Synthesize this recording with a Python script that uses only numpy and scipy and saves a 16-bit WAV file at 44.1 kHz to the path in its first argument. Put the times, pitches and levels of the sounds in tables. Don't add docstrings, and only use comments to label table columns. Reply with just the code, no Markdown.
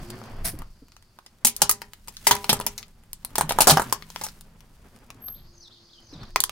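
import sys
import numpy as np
from scipy import signal
from scipy.fft import rfft, irfft, next_fast_len
from scipy.io import wavfile
from scipy.ndimage import uniform_filter1d, map_coordinates

SR = 44100
rng = np.random.default_rng(int(sys.argv[2]) if len(sys.argv) > 2 else 0)


def to_wav(sig):
    pcm = np.clip(np.atleast_2d(sig), -1, 1) * 32767
    pcm = np.round(pcm).astype(np.int16)
    wavfile.write(sys.argv[1], SR, pcm.T)


N = 287091

# (t/s, knock level/dB, crack level/dB, fizz level/dB, tearing time/s)
BREAKS = [(1.4487, -25, -28, -8.5, 0.0083), (1.4696, -38.5, -27.5, -14.5, 0.011),
          (1.5645, -61.5, -69.5, -30.5, 0.004), (1.6184, -16, -17, -8.5, 0.0064),
          (1.6942, -24, -20, -7.5, 0.0037), (1.7125, -38.5, -38, -16, 0.0053),
          (1.8187, -38.5, -37, -42.5, 0.0044), (2.0823, -45, -44.5, -37.5, 0.0078),
          (2.2691, -16, -16.5, -10.5, 0.011), (2.3104, -12, -17, -12.5, 0.0082),
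          (2.3523, -62, -42, -29.5, 0.0011), (2.4433, -35, -36.5, -34.5, 0.006),
          (2.4934, -18, -15, -16.5, 0.012), (2.5297, -24.5, -28, -18.5, 0.0072),
          (2.6006, -30.5, -51, -33.5, 0.0068), (2.6117, -35, -41, -39, 0.0052),
          (2.6654, -31, -31.5, -20, 0.0066), (2.7791, -54, -33.5, -38, 0.0088),
          (3.132, -54.5, -50, -34, 0.0022), (3.2489, -49, -46, -30, 0.0037),
          (3.3556, -29.5, -32.5, -27, 0.0085), (3.3822, -21.5, -32.5, -20, 0.0093),
          (3.41, -17, -29, -24, 0.0065), (3.4928, -30, -28.5, -25, 0.011), (3.5083, -20, -33, -49, 0.0062),
          (3.5216, -33, -34, -30, 0.0038), (3.587, -15.5, -27.5, -23, 0.006),
          (3.6056, -14.5, -18, -10.5, 0.012), (3.6196, -20, -23, -12.5, 0.0046),
          (3.6711, -8.5, -19.5, -7, 0.023), (3.6966, -10, -11, -10.5, 0.0095),
          (3.709, -16, -18, -12.5, 0.0074), (3.7717, -12.5, -26, -30, 0.0081),
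          (3.7968, -19.5, -38.5, -25.5, 0.0083), (3.8193, -28, -40, -30.5, 0.0054),
          (3.9256, -20.5, -29.5, -18.5, 0.0062), (4.161, -37.5, -36, -37.5, 0.0018),
          (4.213, -35.5, -36.5, -37, 0.011), (4.2372, -36.5, -39, -27.5, 0.013),
          (6.36, -17.5, -19, -23.5, 0.0033), (6.4039, -40, -32, -15, .0028),
          (6.4384, -29.5, -19.5, -16, 0.003), (6.4949, -38, -35.5, -39, 0.0032)]
# (t/s, level/dB)
SAND_GRINDING = [(0, -53), (.6, -65.5), (.85, -72.5), (1.4, -71.5), (1.65, -47.5), (1.9, -65.5),
                 (2.15, -57.5), (2.3, -44.5), (2.7, -53.5), (3, -73), (3.3, -62), (3.75, -38.5), (4, -59.5),
                 (4.24, -46), (4.5, -68.5), (4.9, -63.5), (5.8, -85.5), (6.3, -71)]
# (f/Hz, likeness from 0 to 1)
LEFT_RIGHT_LIKENESS = [(60, 1), (500, 0.9), (1000, 0.8), (2500, 0.3), (12000, 0.65)]


def amp(db):
    return 10 ** (np.asarray(db) / 20)


def unit(x):
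    return x / np.sqrt(np.mean(x ** 2) + 1e-20)


def burst(x):
    return unit(x) * np.sqrt(SR / 100 / x.shape[-1])


def along(points, hz):
    f, values = np.transpose(points)
    return np.interp(np.log(hz + 1), np.log(f + 1), values)


def curves(rows):
    times, *columns = np.transpose(rows)
    return [np.interp(np.arange(N) / SR, times, column) for column in columns]


def wobble(rate):
    knots = rng.standard_normal(int(N * rate / SR) + 4)
    return map_coordinates(knots, [np.arange(N) * rate / SR])


def fade(t, t60):
    return np.exp(-np.log(1000) * t / np.maximum(t60, 1e-4))


def filtered(x, response):
    n = x.shape[-1]
    m = next_fast_len(n + 4096)
    return irfft(rfft(x, m) * response(np.fft.rfftfreq(m, 1 / SR)), m)[..., :n]


def coloured(x, bands):
    hz = np.fft.rfftfreq(1024, 1 / SR)
    power = sum((amp(db) * unit(amp(along(shape, hz)))) ** 2 for db, shape in bands)
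    gain = np.sqrt(power)
    fold = np.r_[1, np.full(511, 2), np.zeros(512)]
    response = irfft(np.exp(rfft(irfft(np.log(gain)) * fold)))
    shaped = signal.fftconvolve(x, response[None], axes=1)[:, :x.shape[1]]
    return np.sqrt(np.mean(gain ** 2)) * burst(shaped)


def add(track, s, x):
    i = min(max(round(s * SR), 0), N - 1)
    track[:, i:i + x.shape[-1]] += x[..., :N - i]


def balance(db):
    return amp([[db / 2], [-db / 2]])


def tone(hz):
    return np.sqrt(2) * np.sin(2 * np.pi * np.cumsum(hz) / SR)


def rush(spectrum, grain_db=0):
    pair = rng.standard_normal((2, N)) * amp(grain_db * rng.standard_normal(N))

    def mid_side_gain(hz):
        angle = np.arccos(np.clip(along(LEFT_RIGHT_LIKENESS, hz), -1, 1)) / 2
        return amp(along(spectrum, hz)) * np.array([np.cos(angle), np.sin(angle)])

    mid, side = filtered(pair, mid_side_gain)
    return unit(np.array([mid + side, mid - side]))


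def exhaust_rumble():
    # (t/s, level/dB)
    loudness = [(0, -38), (.25, -56), (.43, -30), (.6, -35.5), (.75, -53.5), (1.25, -66.5), (1.5, -60),
                (1.66, -45.5), (1.9, -54), (2.55, -44.5), (3, -56), (3.72, -42.5), (4.05, -50),
                (5.1, -53.5), (5.45, -45), (5.8, -72.5), (6.2, -45), (6.51, -47.5)]
    # (f/Hz, level/dB per Hz)
    spectrum = [(11, -31), (18, 6), (45, -6.5), (80, -10), (220, -21), (290, -44), (480, -120)]
    return amp(curves(loudness)[0] + 1.3 * wobble(2.0)) * rush(spectrum)


def tread_scrub():
    # (t/s, level/dB)
    loudness = [(0, -45.5), (.62, -47), (.76, -71.5), (1.25, -68), (1.65, -57), (2.1, -69), (2.5, -45),
                (2.95, -66), (3.2, -66), (3.52, -42), (3.8, -39), (4, -54.5), (4.4, -61), (5.25, -55),
                (5.65, -65.5), (6.03, -63), (6.2, -45), (6.36, -63.5)]
    # (f/Hz, level/dB per Hz)
    spectrum = [(65, -21.5), (110, 7), (167, -10.5), (224, 2.5), (312, -9.5), (355, -7), (417, -9.5),
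                (1160, -12.5), (2940, -22.5), (3500, -25.5), (4550, -54), (7700, -120)]
    return amp(curves(loudness)[0] + 3.7 * wobble(30)) * rush(spectrum, grain_db=6.0)


def sand_crackle():
    # (f/Hz, level/dB per Hz)
    spectrum = [(600, -16), (1500, 2), (3000, 2), (6000, 1), (10000, 0), (16000, -4)]
    level_db = curves(SAND_GRINDING)[0] - 1 + 2.5 * wobble(90)
    return amp(level_db) * rush(spectrum, grain_db=8)


def outdoor_air():
    # (f/Hz, level/dB per Hz)
    spectrum = [(20, 0), (110, -1), (260, -13), (500, -17), (1200, -17), (2000, -23), (3500, -23),
                (6000, -25), (10000, -28), (16000, -33)]
    return amp(-64) * rush(spectrum)


def hum():
    # (t/s, level/dB, f/Hz)
    path = [(0, -58.5, 338.5), (.12, -44, 357.6), (.2, -53, 386), (.3, -79.5, 363), (5.2, -85.5, 354.8),
            (5.5, -66.5, 346.4), (6.05, -69, 341), (6.3, -63, 352)]
    level_db, hz = curves(path)
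    return amp(level_db + 1.6 * wobble(36)) * tone(hz * (1 + 0.0045 * wobble(65)))


def engine():
    # (t/s, level/dB)
    loudness = [(0, -65), (1.3, -77), (2.8, -66), (3.5, -66), (4.1, -54.5), (4.6, -63), (5.2, -73),
                (5.5, -80.5)]
    # (f/Hz, level/dB)
    orders = [(160, -1.5), (208, -5)]
    level = amp(curves(loudness)[0] + 2.8 * wobble(14.0))
    return level * sum(amp(db) * tone(hz * (1 + 0.018 * wobble(9.7))) for hz, db in orders)


def bird_chorus():
    # (t/s, level/dB)
    loudness = [(0, -57), (1.15, -75.5), (1.4, -81.5), (5.3, -75), (5.45, -64.5), (5.95, -59),
                (6.35, -60.5), (6.51, -66)]
    # (f/Hz, level/dB per Hz)
    spectrum = [(2500, -32), (3800, -16.5), (4500, -2.5), (4950, -2.5), (5400, -10.5), (6500, -14),
                (8000, -42.5)]
    return amp(curves(loudness)[0] + 1.4 * wobble(29)) * rush(spectrum)


def thuds():
    # (t/s, level/dB, f/Hz)
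    bumps = [(0.014, -33.5, 143), (0.462, -29.5, 165), (0.536, -27, 310), (0.82, -35.5, 269),
             (1.449, -23.5, 239), (1.619, -28.5, 180), (2.323, -28.5, 139), (2.492, -21, 206),
             (2.521, -21, 129.3), (3.384, -30, 185), (3.434, -23, 155), (3.698, -19, 81.8),
             (3.719, -10, 148), (5.149, -40, 268.1), (6.127, -31, 285), (6.15, -32.5, 165),
             (6.211, -29.5, 121)]
    cycles = 16
    out, t = np.zeros((2, N)), np.arange(SR // 3) / SR
    for s, db, hz in bumps:
        beat = np.sin(2 * np.pi * hz * t)
        beat = beat + .2 * np.sin(2 * np.pi * hz * .62 * t)
        beat = beat + .3 * np.sin(2 * np.pi * hz * 1.7 * t)
        soft_attack = 1 - np.exp(-t / 0.0035)
        add(out, s, amp(db) * beat * fade(t, cycles / hz) * soft_attack)
    return out


def yard(x, stretch=1):
    # (f/Hz, t60/s)
    decay = [(150, 0.35), (500, 0.12), (1400, 0.19), (4000, 0.16), (10000, 0.1), (16000, 0.011)]
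    hz, t, z = signal.stft(rng.standard_normal((2, SR // 2)), SR, nperseg=256)
    z = z * fade(t, stretch * along(decay, hz)[:, None])
    tail = signal.istft(z, SR, nperseg=256)[1]
    tail = tail * (1 - np.exp(-np.arange(tail.shape[1]) / SR / 0.00091))
    middle = tail.mean(axis=0)
    tail = middle + filtered(tail - middle, lambda f: 1 - np.clip(along(LEFT_RIGHT_LIKENESS, f), 0, 1) ** 2)
    return signal.fftconvolve(x, tail / np.linalg.norm(tail[0]), axes=1)[:, :N]


def shard(t, t60, ring_db, count=14):
    hz = np.exp(rng.uniform(np.log(1500), np.log(15000), (count, 1)))
    phase = rng.uniform(0, 2 * np.pi, (count, 1)) + .6 * rng.standard_normal((2, count, 1))
    modes = np.sin(2 * np.pi * hz * t + phase) * fade(t, t60 * np.sqrt(hz.mean() / hz))
    click = burst(1.0 * (t == 0))
    return click + amp(ring_db) * burst(modes.sum(axis=1))


def fracture(knock_db, crack_db, fizz_db, knock_hz, tearing):
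    # (ratio to knock pitch, level/dB, t60/s)
    wall_modes = [(0.549, -17.5, 0.025), (.8, -4.5, 0.01), (1.001, 11.5, 0.026), (1.22, 8, 0.009),
                  (1.548, -4.5, 0.015)]
    # (f/Hz, level/dB)
    body_band = [(120, -24), (350, -9), (750, 2.5), (1350, 0.5), (1900, -11), (3500, -29)]
    crack_band = [(300, -30), (1200, -6.5), (2000, -1.5), (3200, 2), (5600, 1.5), (6800, -3.5), (9000, -23)]
    fizz_band = [(2000, -28), (4000, -9.5), (5500, -4), (9000, 1.5), (13000, -0.5), (16000, -3.5)]
    snap_t60, even_tearing = .0016, .0045
    scatter_t60, scatter_db = .08, -12

    t = np.arange(SR // 10) / SR
    common, apart, sizes = rng.standard_normal((3, len(t)))
    clumps = amp(3.0 * unit(uniform_filter1d(sizes, size=20)))
    run = np.exp(-t / tearing) * clumps
    pair = np.array([common + .32 * apart, common - .32 * apart])
    snap = (even_tearing / tearing) ** 1.5
    slips = burst(snap * burst(pair * fade(t, snap_t60)) + burst(run * pair))
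    scatter = burst(rng.standard_normal((2, len(t))) * fade(t, scatter_t60))
    slips = slips + amp(scatter_db) * np.sqrt(tearing / 0.0067) * scatter
    bright = signal.fftconvolve(slips, shard(t, t60=.0025, ring_db=-8), axes=1)[:, :len(t)]
    crack = coloured(bright, [(knock_db - 4, body_band), (crack_db + .5, crack_band), (fizz_db + 1.6, fizz_band)])

    wall = np.zeros(len(t))
    for ratio, db, t60 in wall_modes:
        level = amp(db + rng.normal(0, 0.5))
        hz = knock_hz * ratio * rng.normal(1, 0.068)
        wall += level * np.sin(2 * np.pi * hz * t) * fade(t, t60)
    blow = snap * burst(1.0 * (t == 0)) + 0.22 * slips.mean(axis=0)
    knock = signal.fftconvolve(wall, blow)[:len(t)]
    left, right = amp(knock_db - 2.0) * burst(knock) + balance(1.8) * crack
    lag = rng.integers(0, 5)
    return np.array([left, np.pad(right, (lag, 0))[:len(t)]])


def pebbles(count=26):
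    times = (np.arange(count) + rng.random(count)) / count * N / SR
    levels = np.interp(times, *np.transpose(SAND_GRINDING)) + 7 + 3.5 * rng.standard_normal(count)
    return list(zip(times, levels - 3, levels, levels))


def grit():
    # (t/s, knock level/dB, crack level/dB, fizz level/dB)
    stones = [(0.1031, -50, -41.5, -44.5), (0.2161, -42.5, -57.5, -69), (0.5893, -55, -58, -44.5),
              (0.62, -43.5, -57, -53.5), (0.9201, -61, -56, -64), (0.966, -59, -52, -62),
              (1.188, -45.5, -52.5, -57), (1.2632, -57.5, -46.5, -56), (1.9345, -55, -50.5, -43.5),
              (2.1685, -57, -39, -49), (2.8289, -52, -42.5, -54.5), (4.0239, -47, -42.5, -54),
              (4.1023, -50, -46, -46), (4.2661, -41, -42.5, -36.5), (4.41, -59.5, -57, -47.5),
              (5.1037, -44.5, -44, -50.5), (5.284, -47.5, -49, -49.5), (6.2328, -45, -48, -67)]
    stone_hz, slip_s = 1050, .0045
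    out = np.zeros((2, N))
    for s, knock_db, crack_db, fizz_db in list(stones) + pebbles():
        add(out, s, fracture(knock_db, crack_db, fizz_db, stone_hz * rng.lognormal(0, .2), slip_s))
    return out


def squelch():
    # (t/s, level/dB)
    loudness = [(.4, -120), (.43, -85), (.446, -33), (.453, -24.5), (.475, -27), (.495, -31), (.515, -43.5),
                (.56, -60), (.65, -120)]
    # (f/Hz, level/dB per Hz)
    spectrum = [(240, -40), (400, -6), (598, -24), (676, 1.5), (826, -15.5), (2180, -9), (3020, -16.5),
                (5350, -9.5), (7060, -15.5), (10400, -2.5), (16000, -14)]
    return amp(curves(loudness)[0] + 0.67 * wobble(200)) * rush(spectrum, grain_db=8.0)


def trill(count=7):
    # (length/s, start f/Hz, middle f/Hz, end f/Hz, level/dB)
    note = (0.16, 5347, 4648.5, 4199, -75.5)
    start_s, period_s = .708, .066
    return [(start_s + k * period_s, *note) for k in range(count)]


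def birdsong():
    # (t/s into the phrase, length/s, start f/Hz, middle f/Hz, end f/Hz, level/dB)
    phrase = [(0, .11, 6700, 6000, 6200, -58), (.078, .038, 4250, 5800, 4700, -51),
              (.097, .05, 4600, 3900, 3270, -49)]
    phrase_starts = [5.529, 6.018]
    # (t/s, length/s, start f/Hz, middle f/Hz, end f/Hz, level/dB)
    low_whistle = (5.943, .06, 3305, 3090, 2970, -55)
    # (length/s, start f/Hz, middle f/Hz, end f/Hz)
    arch = (0.056, 2950, 4500, 2900)
    # (t/s, level/dB)
    calls = [(5.338, -55.5), (5.705, -49), (5.89, -55.5), (6.187, -49.5)]
    notes = [(start + s, *note) for start in phrase_starts for s, *note in phrase]
    notes += trill() + [low_whistle] + [(s, *arch, db) for s, db in calls]
    out = np.zeros((2, N))
    for s, length, start_hz, middle_hz, end_hz, db in notes:
        u = np.linspace(0, 1, int(length * SR))
        flutter = 1 + .025 * np.sin(2 * np.pi * (170 * length * u + rng.random()))
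        hz = np.interp(u, [0, .5, 1], [start_hz, middle_hz, end_hz]) * flutter
        swell = np.sqrt(np.abs(np.sin(np.pi * u)))
        add(out, s, amp(db) * swell * (tone(hz) + amp(-23) * tone(2 * hz)))
    distant = .65 * out + .65 * yard(out, stretch=2.2)
    return amp(-2.5 + 3.2 * wobble(110)) * distant


def plastic():
    wall_hz, wall_tearing_s = 942, .006
    long_tear_s = .0065
    out, ports = np.zeros((2, N)), balance(-0.5)
    for s, knock_db, crack_db, fizz_db, tearing in BREAKS:
        size, wait = rng.random(2)
        knock_hz = wall_hz * (wall_tearing_s / tearing) ** .15 * (1 + .08 * (2 * size - 1))
        add(out, s, ports * fracture(knock_db, crack_db, fizz_db, knock_hz, tearing))
        if tearing > long_tear_s:
            splinter = fracture(knock_db, crack_db, fizz_db, knock_hz=1150, tearing=.003)
            delay_s = .0088 + .036 * wait
            add(out, s + delay_s, amp(-24) * ports * splinter)
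    return out


def tyre():
    # (f/Hz, level/dB, t60/s)
    cavity = [(208, -12, .9), (409, 2, .4), (598, -7, .4), (797, -2, .36), (991, -1, .45), (1184, -13, .42),
              (1565, -13, .25)]
    # (t/s, level/dB)
    coupling = [(1.6, -29.5), (2.25, -22), (2.7, -23.5), (3.4, -32)]
    kicks, t = np.zeros(N), np.arange(SR) / SR
    for s, knock_db, crack_db, *_ in BREAKS:
        lag_s = .005 * rng.random()
        kicks[min(round((s + lag_s) * SR), N - 1)] = amp(knock_db) + .5 * amp(crack_db)
    ring = sum(amp(db) * np.sin(2 * np.pi * hz * t) * fade(t, t60) for hz, db, t60 in cavity)
    return signal.fftconvolve(kicks * amp(curves(coupling)[0]), ring)[:N]


def brake_squeal():
    # (t/s, level/dB)
    loudness = [(5.17, -140), (5.19, -90), (5.225, -47), (5.272, -36), (5.345, -44), (5.385, -59),
                (5.54, -90), (5.6, -140)]
    # (f/Hz, level/dB)
    disc = [(12511, 0), (12462, -7), (14120, -28)]
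    drift = 1 + 0.0011 * wobble(12)
    squeal = amp(curves(loudness)[0]) * sum(amp(db) * tone(hz * drift) for hz, db in disc)
    return squeal * balance(4)


def scene():
    # (t/s, level/dB)
    echo = [(0, -12), (4.5, -12), (6, -17)]
    rolling = exhaust_rumble() + tread_scrub() + sand_crackle() + outdoor_air()
    car = hum() + engine() + brake_squeal()
    birds = bird_chorus() + birdsong()
    blows = thuds() + grit() + plastic()
    echoes = amp(curves(echo)[0]) * yard(blows)
    return rolling + car + birds + blows + echoes + squelch() + tyre()


def record(dry):
    clipped = dry / (1 + np.abs(dry / .66) ** 6) ** (1 / 6)
    return filtered(clipped, lambda hz: 1 / (1 + (hz / 16000) ** 160))


dry = scene()
out = record(dry)
to_wav(out)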